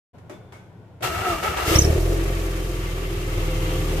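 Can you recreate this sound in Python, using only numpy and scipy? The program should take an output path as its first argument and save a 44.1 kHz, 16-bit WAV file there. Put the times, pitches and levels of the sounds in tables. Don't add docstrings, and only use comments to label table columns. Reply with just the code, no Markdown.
import sys
import numpy as np
from scipy import signal
from scipy.fft import rfft, irfft
from scipy.io import wavfile
from scipy.ndimage import uniform_filter1d

SR = 44100
rng = np.random.default_rng(int(sys.argv[2]) if len(sys.argv) > 2 else 0)


def master_out(mix):
    frames = np.transpose(np.atleast_2d(mix))
    ceiling = np.clip(frames, -1, 1)
    pcm = np.round(ceiling * 32767).astype(np.int16)
    wavfile.write(sys.argv[1], SR, pcm)


N = 176400
T = np.arange(N) / SR
CATCH_S, IDLE_S = 1.65, 1.93

# (time [s], puff level [dB], burble surge [dB])
FIRST_FIRINGS = [(1.681, -19, -35), (1.713, -17.5, -21), (1.735, -24, -15.5), (1.760, -9.5, -22),
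                 (1.791, -10.5, -33), (1.82, -13, -34), (1.85, -12.5, -17), (1.876, -14.5, -36),
                 (1.903, -12.5, -23), (1.929, -17, -42), (1.955, -15.5, -28), (1.98, -24, -17)]
# (time [s], burble gain [dB], rasp gain [dB], hiss gain [dB])
EXHAUST_GAINS = [(1.66, -31.5, -31, -34.5), (1.72, -28, -28.5, -40), (1.75, -22, -26.5, -35),
                 (1.82, -29.5, -34.5, -38), (1.89, -25, -37, -43.5), (2.04, -31.5, -40, -46),
                 (2.125, -27, -39, -46), (2.16, -33, -39.5, -47), (2.33, -34, -39, -48),
                 (2.48, -36.5, -39.5, -48.5), (2.78, -39.5, -42, -50), (2.83, -41.5, -40, -49.5),
                 (3.07, -38.5, -42, -51), (3.27, -39, -41, -50), (3.39, -36, -38.5, -48.5),
                 (3.46, -38.5, -39.5, -48.5), (4.0, -34.5, -37.5, -45.5)]


def amp(db):
    return 10 ** (np.asarray(db) / 20)


def unit(x):
    return x / np.sqrt(np.mean(x ** 2) + 1e-18)


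def curve(rows, column=1):
    rows = np.array(rows, float)
    return np.interp(T, rows[:, 0], rows[:, column])


def ramp(at, length):
    return np.clip((T - at) / length, 0, 1)


def wobble(rate):
    k = int(SR / rate)
    return 1.3 * uniform_filter1d(np.repeat(rng.standard_normal(N // k + 1), k), k)[:N]


def noise(apart):
    mid, side = rng.standard_normal((2, N))
    return mid + np.sqrt(apart) * side * np.array([[1], [-1]])


def pan(left_db):
    return amp(np.array([[left_db], [-left_db]]) / 2)


def colour(x, points, size=8192):
    hz, db = np.array(points, float).T
    octave = np.log2(np.maximum(np.fft.rfftfreq(size, 1 / SR), 1))
    outside = np.maximum(np.log2(hz[0]) - octave, 0) + np.maximum(octave - np.log2(hz[-1]), 0)
    gain_db = np.interp(octave, np.log2(hz), db) - np.minimum(48 * outside, 70)
    cepstrum = irfft(np.log(amp(gain_db)))
    cepstrum[1:size // 2] *= 2
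    cepstrum[size // 2 + 1:] = 0
    response = irfft(np.exp(rfft(cepstrum)))
    return unit(signal.fftconvolve(np.atleast_2d(x), response[None], axes=1)[:, :N])


def ring(x, notes, flutter_db=0):
    return unit(sum(amp(db + flutter_db * wobble(22))
                    * signal.lfilter(*signal.iirpeak(hz, hz / width, SR), x) for hz, width, db in notes))


def reflect(x, echo_db, fade_s):
    t = T[:SR // 2]
    tail = rng.standard_normal((2, len(t))) * np.exp(-np.log(1000) * t / fade_s) * (t > .002)
    tail *= amp(echo_db) / np.sqrt(np.sum(tail ** 2, axis=1, keepdims=True))
    return x + signal.fftconvolve(np.atleast_2d(x), tail, axes=1)[:, :N]


def pulses(phase, pattern_db, scatter_db=1.2):
    at = np.flatnonzero(np.diff(np.floor(phase))) + 1
    scatter = scatter_db * rng.standard_normal(N)[:len(at)]
    out = np.zeros(N)
    out[at] = amp(np.take(pattern_db, phase[at].astype(int), mode="wrap") + scatter)
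    return out


def gusts(phase, decay, depth):
    return unit(1 + depth * np.exp(-(phase % 1) / decay))


def lumpiness():
    return ramp(at=2.05, length=2.42)


def background():
    # (frequency [Hz], level [dB])
    air_tone = [(18, -54), (30, -15), (62, -10.5), (107, 5), (200, -8), (228, -10.5), (538, -12.5),
                (978, -19), (1270, -30), (1410, -21.5), (1650, -30), (3590, -39), (4310, -47), (6360, -48),
                (7060, -47), (7830, -50), (15000, -53)]
    # (time [s], level [dB])
    air_level = [(.14, -44.5), (.2, -47), (.35, -44), (.6, -47.5), (.8, -47), (1.0, -47.5)]
    # (pitch [Hz], level [dB])
    hum_notes = [(91.5, -53), (114.5, -56), (137.5, -63), (183, -58.5)]
    air = colour(noise(0.051), air_tone)
    air += amp(-15) * colour(noise(3.6), [(350, 9), (900, 6), (2500, -4.5), (14000, -25)])
    hum = sum(amp(db + 0.5 * wobble(14)) * np.sqrt(2) * np.sin(2 * np.pi * hz * T + 0.081 * wobble(9.6))
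              for hz, db in hum_notes)
    return (air * amp(curve(air_level)) + hum) * ramp(0.131, 0.017)


def clicks():
    # (time [s], snap [dB], fade time [s], knock [dB], ring [dB])
    switches = [(0.182, -53, 0.024, -74, -80), (0.295, -41.5, 0.048, -35.5, -55),
                (0.521, -45.5, 0.071, -53.5, -52), (1.006, -46, 0.068, -39, -56)]
    # (frequency [Hz], level [dB])
    snap_tone = [(500, -1), (750, 4.5), (1400, -1), (2200, -3), (3200, -11), (4300, -14.5), (6300, -13.5),
                 (9000, -18.5), (15000, -26)]
    # (frequency [Hz], level [dB])
    knock_tone = [(200, -11), (280, 2), (371, 9), (500, -4.5), (635, 2), (760, -13)]
    # (pitch [Hz], width [Hz], level [dB])
    metal_notes = [(1265, 36, -2), (1520, 18, 6), (2175, 34, 4), (3350, 48, -8)]
    snap = colour(noise(1.0), snap_tone)
    knock = colour(noise(0.25), knock_tone)
    metal = ring(noise(1.0), metal_notes)
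    out, ring_s = 0, 0.099
    for at, snap_db, fade_s, knock_db, ring_db in switches:
        age = np.maximum(T - at, 0)
        hit = np.exp(-age / fade_s) * (amp(snap_db) * snap + amp(knock_db) * knock)
        out += ramp(at, 0.002) * (hit + np.exp(-age / ring_s) * amp(ring_db) * metal)
    return out


def priming():
    # (start [s], length [s], pitch [Hz], level [dB])
    whines = [(0.317, 0.036, 3521, -58), (0.39, 0.19, 3521, -71), (0.38, 0.43, 420, -58.5)]
    out = 0
    for at, length, hz, db in whines:
        tone = np.sin(2 * np.pi * np.cumsum(hz * (1 + .014 * wobble(700))) / SR)
        out += amp(db) * tone * ramp(at, .02) * (1 - ramp(at + length, .04))
    return out


def starter():
    # (time [s], rate of teeth meeting [Hz], whine pitch [Hz])
    speeds = [(1.02, 370.1, 1310), (1.12, 341.2, 1327), (1.19, 357.6, 1275), (1.26, 386.7, 1335),
              (1.3, 351.3, 1275), (1.34, 314.1, 1190), (1.39, 331.3, 1290), (1.43, 353.6, 1250),
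              (1.47, 413.2, 1320), (1.53, 385.6, 1320), (1.6, 381, 1277), (1.78, 315, 1240)]
    # (peak time [s], rise [s], fall [s], clatter [dB], whine [dB], scrape [dB])
    strains = [(1.041, 0.013, 0.035, -23.5, -28, -29), (1.17, 0.092, 0.17, -32, -34.5, -40),
               (1.295, 0.031, 0.045, -28.5, -21.5, -36), (1.434, 0.005, 0.079, -26, -30, -34.5),
               (1.574, 0.0069, 0.11, -26, -56, -34.5), (1.73, 0.047, 0.039, -33, -31, -26.5)]
    # (frequency [Hz], level [dB])
    clatter_tone = [(140, -47), (240, -7.5), (254, -9), (326, -13), (382, -3.5), (537, -10.5), (673, -13),
                    (745, -9), (816, -9), (945, -6), (1050, -16.5), (1270, -0.5), (1330, -2), (1420, -11),
                    (2090, -10), (2240, -7.5), (2510, -15), (2740, -12.5), (3600, -44), (4680, -50),
                    (7920, -120)]
    # (pitch [Hz], width [Hz], level [dB])
    casing_notes = [(637, 71, -2), (1276, 25, 1), (1998, 33, -0.5), (2235, 24, -17), (2758, 25, -3.5)]
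    # (frequency [Hz], level [dB])
    scrape_tone = [(1760, -17.5), (3000, -6), (3230, -6), (4330, -10), (8380, -13.5), (9090, -17),
                   (12700, -14.5), (15200, -21)]
    power = amp([[-35], [-38], [-40]]) ** 2
    for at, rise, fall, *levels_db in strains:
        swell = np.exp(-((T - at) / np.where(T < at, rise, fall)) ** 2)
        power = power + amp(levels_db)[:, None] ** 2 * swell
    slack = 1 / (1 + power[1] / amp(-25) ** 2)
    mesh = np.cumsum(curve(speeds) * (1 + .027 * wobble(300) + .04 * slack * wobble(90))) / SR
    rotor = np.cumsum(curve(speeds, column=2) * (1 + .027 * wobble(400) + .02 * slack * wobble(70))) / SR
    whine = sum(np.sin(2 * np.pi * phase) * amp(db + 3 * wobble(200))
                for phase, db in [(mesh, -3), (2 * mesh, -3), (rotor, 2.5)])
    whine = unit(reflect(whine, echo_db=-7, fade_s=0.098))
    teeth = unit(pulses(mesh, [0], scatter_db=3))
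    rattle = (teeth + 2 * noise(0.65)) * amp(1.4 * wobble(220))
    clatter = colour(rattle, clatter_tone) + amp(-7) * ring(rattle, casing_notes)
    scrape = colour((noise(0.94) + 0.08 * teeth) * amp(0.5 * wobble(200)), scrape_tone)
    grind = sum(layer * np.sqrt(p) for layer, p in zip((clatter, whine, scrape), power))
    running = ramp(1.02, 0.01) * (1 - ramp(1.775, 0.024))
    return running * (grind + chuffs())


def chuffs():
    # (time [s], level [dB], pitch [Hz])
    breaths = [(1.049, -24.5, 125), (1.108, -31, 75), (1.176, -23, 91), (1.214, -23, 96),
               (1.307, -24.5, 95), (1.351, -28, 45), (1.498, -23, 78.5), (1.637, -25, 72.3)]
    thumps = sum(-amp(db) * np.sin(2 * np.pi * hz * (T - at)) * np.exp(-abs(T - at) / 0.012)
                 for at, db, hz in breaths)
    air = colour(noise(0.0056), [(42, 3), (70, 8), (100, -7), (165, 5), (210, -8)])
    return thumps + amp(-39.5) * air


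def engine():
    # (time [s], firings [per second])
    speeds = [(1.65, 28.22), (1.74, 27.44), (1.85, 36.55), (2.1, 44.55), (2.35, 44.22), (2.65, 42.32),
              (3.0, 41.45), (3.35, 39.29), (3.6, 39.59), (4.0, 39.98)]
    phase = np.cumsum(curve(speeds)) / SR
    phase -= np.interp(CATCH_S, T, phase)
    thumps = silencer(phase)
    gas = (burble(phase) + rasp_and_hiss(phase)) * ramp(CATCH_S, 0.028)
    return gas + puffs() + thumps + boom(phase)


def burble(phase):
    # (frequency [Hz], level [dB])
    even_tone = [(120, -28.5), (200, -15), (242, -35), (262, -25), (290, -13), (318, -1.5), (338, -0.5),
                 (367, -5.5), (400, -3.5), (470, -17), (517, -6.5), (564, -24.5), (641, -12), (695, -18.5),
                 (1000, -30.5), (1300, -38.5), (2200, -120)]
    # (frequency [Hz], level [dB])
    lumpy_tone = [(120, -38), (200, -11), (237, -9), (286, -4.5), (318, 2.5), (362, 0), (387, 1.5),
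                  (449, -2.5), (477, -8), (517, 3), (576, -12), (668, -5), (839, -10), (910, -11.5),
                  (1000, -10.5), (1300, -70), (2200, -120)]
    # (pitch [Hz], width [Hz], level [dB])
    pipe_notes = [(333.5, 14.7, 3.5), (370, 56, 0), (435, 25, -5.5), (516.6, 13, 0.5), (655, 20, -12.5)]
    cylinders = [0, 1.8, -5, 0.5]
    firings = unit(pulses(phase + .01 * wobble(40), cylinders))
    echo = unit(pulses(phase - .36 + .01 * wobble(43), cylinders[::-1]))
    eddies = amp(2) * noise(0.39) * gusts(phase, decay=0.26, depth=1.5)
    shifts = rng.uniform(0, 2 * np.pi, size=27)
    drone = unit(sum(np.cos(np.pi * k * phase + shifts[k]) * amp(3.9 * wobble(5))
                     for k in range(1, 27)))
    flow = firings + 0.51 * echo + amp(-7) * drone * ramp(IDLE_S, 0.39) + eddies
    body = colour(flow, even_tone) * (1 - lumpiness()) + colour(flow, lumpy_tone) * lumpiness()
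    swirl = noise(0.12) * gusts(phase, decay=0.3, depth=0.6)
    pipe = colour(ring(swirl, pipe_notes, flutter_db=1.5), [(300, 0), (700, 0)])
    surges = sum(amp(db - 7) * np.exp(-((T - at) / .013) ** 2) for at, _, db in FIRST_FIRINGS)
    return unit(body + amp(-2.5) * pipe) * np.hypot(amp(curve(EXHAUST_GAINS) + 4), surges)


def rasp_and_hiss(phase):
    # (frequency [Hz], level [dB])
    rasp_tone = [(530, -16.5), (900, -0.5), (1060, -5.5), (1160, 3), (1390, -1.5), (1550, -2.5),
                 (1680, -0.5), (1930, 2), (2090, 0), (2320, -1), (3250, -10), (3510, -9), (4200, -22),
                 (5460, -25), (9240, -120)]
    # (frequency [Hz], level [dB])
    hiss_tone = [(2240, -26), (3800, 0), (4290, -0.5), (6340, 1.5), (9800, -3), (13000, -2), (14500, -4.5),
                 (15200, -13)]
    # (pitch [Hz], width [Hz], level [dB])
    steel_notes = [(1155, 17, 2), (2072, 33, 8.5), (2166, 47, 1.5), (2735, 71, -2.5), (2880, 64, 0.5),
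                   (3118, 99, 0.5), (3314, 63, -6)]
    # (time [s], level against the rasp [dB])
    steel_share = [(1.8, -5.5), (2.4, -5.5), (3.0, -2.5), (4.0, -1)]
    rush = noise(1.0) * gusts(phase, decay=0.17, depth=0.052) * amp(wobble(90))
    steel = amp(curve(steel_share)) * ring(rush, steel_notes, flutter_db=2)
    rasp = unit(colour(rush, rasp_tone) + steel) * amp(curve(EXHAUST_GAINS, column=2) + 2.5)
    jet = noise(0.94) * gusts(phase, decay=0.61, depth=0.062) * amp(1.03 * wobble(120))
    hiss = colour(jet, hiss_tone) * amp(curve(EXHAUST_GAINS, column=3) + 6)
    return (rasp + hiss) * pan(left_db=0.9)


def puffs():
    width_s, ring_hz, ring_s = 0.002, 76, 0.016
    out = 0
    for at, db, _ in FIRST_FIRINGS:
        swing, age = (T - at) / width_s, np.maximum(T - at, 0)
        ringing = np.sin(2 * np.pi * ring_hz * age) * np.exp(-age / ring_s)
        out -= amp(db) * (swing * np.exp((1 - swing ** 2) / 2) + amp(-3) * ringing)
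    return out


def squeaks():
    # (start [s], middle pitch [Hz], peak level [dB])
    whistles = [(1.754, 5620, -12), (1.785, 6080, -5.5), (1.815, 5740, -16.5), (1.843, 5500, -21),
                (1.872, 5740, -36)]
    length_s, rise_hz_per_s = 0.013, 19000
    right = np.zeros(N)
    for at, hz, db in whistles:
        age = np.clip(T - at, 0, length_s)
        pitch = hz + rise_hz_per_s * (age - length_s / 2) + 170 * wobble(900)
        right += amp(db) * np.sin(np.pi * age / length_s) * np.sin(2 * np.pi * np.cumsum(pitch) / SR)
    left = amp(-4) * np.interp(T - .00006, T, right)
    return reflect(np.array([left, right]), echo_db=-10.5, fade_s=0.17)


def boom(phase):
    # (cycles [per engine turn], level [dB])
    even_notes = [(1, -35), (2, 1), (3, -32), (4, -2), (5, -38), (6, -10), (7, -43), (8, -47), (9, -50)]
    # (cycles [per engine turn], level [dB])
    lumpy_notes = [(1, -40), (2, 4.5), (3, -11), (4, -39), (5, -1), (6, -12.5), (7, -33), (8, -2.5),
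                   (9, -46)]
    # (time [s], gain [dB])
    swells = [(1.9, -36), (1.98, -16), (2.06, -20.5), (2.57, -27), (3.22, -30), (3.46, -26), (4.0, -29.5)]
    lumpy, lag_firings = lumpiness(), 0.24
    out = 0
    for (k, even_db), (_, lumpy_db) in zip(even_notes, lumpy_notes):
        size = amp(even_db) * (1 - lumpy) + amp(lumpy_db) * lumpy
        out += (size + 0.058 * wobble(25)) * np.cos(np.pi * k * (phase - lag_firings))
    return unit(out) * amp(curve(swells) + 1) * ramp(IDLE_S - .08, 0.21)


def silencer(phase):
    # (pitch [Hz], width [Hz], level [dB])
    low_notes = [(81.5, 28, 3), (140, 68, -10)]
    # (time [s], level [dB])
    thump_level = [(1.96, -39), (2.02, -34), (2.3, -35), (3, -43.5), (4, -30.5)]
    # (frequency [Hz], level [dB])
    rumble_tone = [(55, -23), (72, -7), (88, -10.5), (102, 5.5), (122, -7.5), (158, -7), (190, -20.5)]
    early_phase = np.interp(T + 0.0052, T, phase)
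    thumps = colour(ring(pulses(early_phase, [0]), low_notes), [(35, 11.5), (170, -5.5), (205, -12)])
    rumble = colour(noise(0.011), rumble_tone) * amp(-30) * lumpiness()
    return thumps * amp(curve(thump_level)) * ramp(IDLE_S, 0.048) + rumble


def scene():
    front = (starter() + clicks() + priming() + background()) * pan(left_db=1.5)
    return front + engine() + squeaks()


def record(dry):
    top_hz = 15250
    return signal.sosfilt(signal.ellip(10, .2, 80, top_hz, fs=SR, output="sos"), dry)


dry = scene()
out = record(dry)
master_out(out)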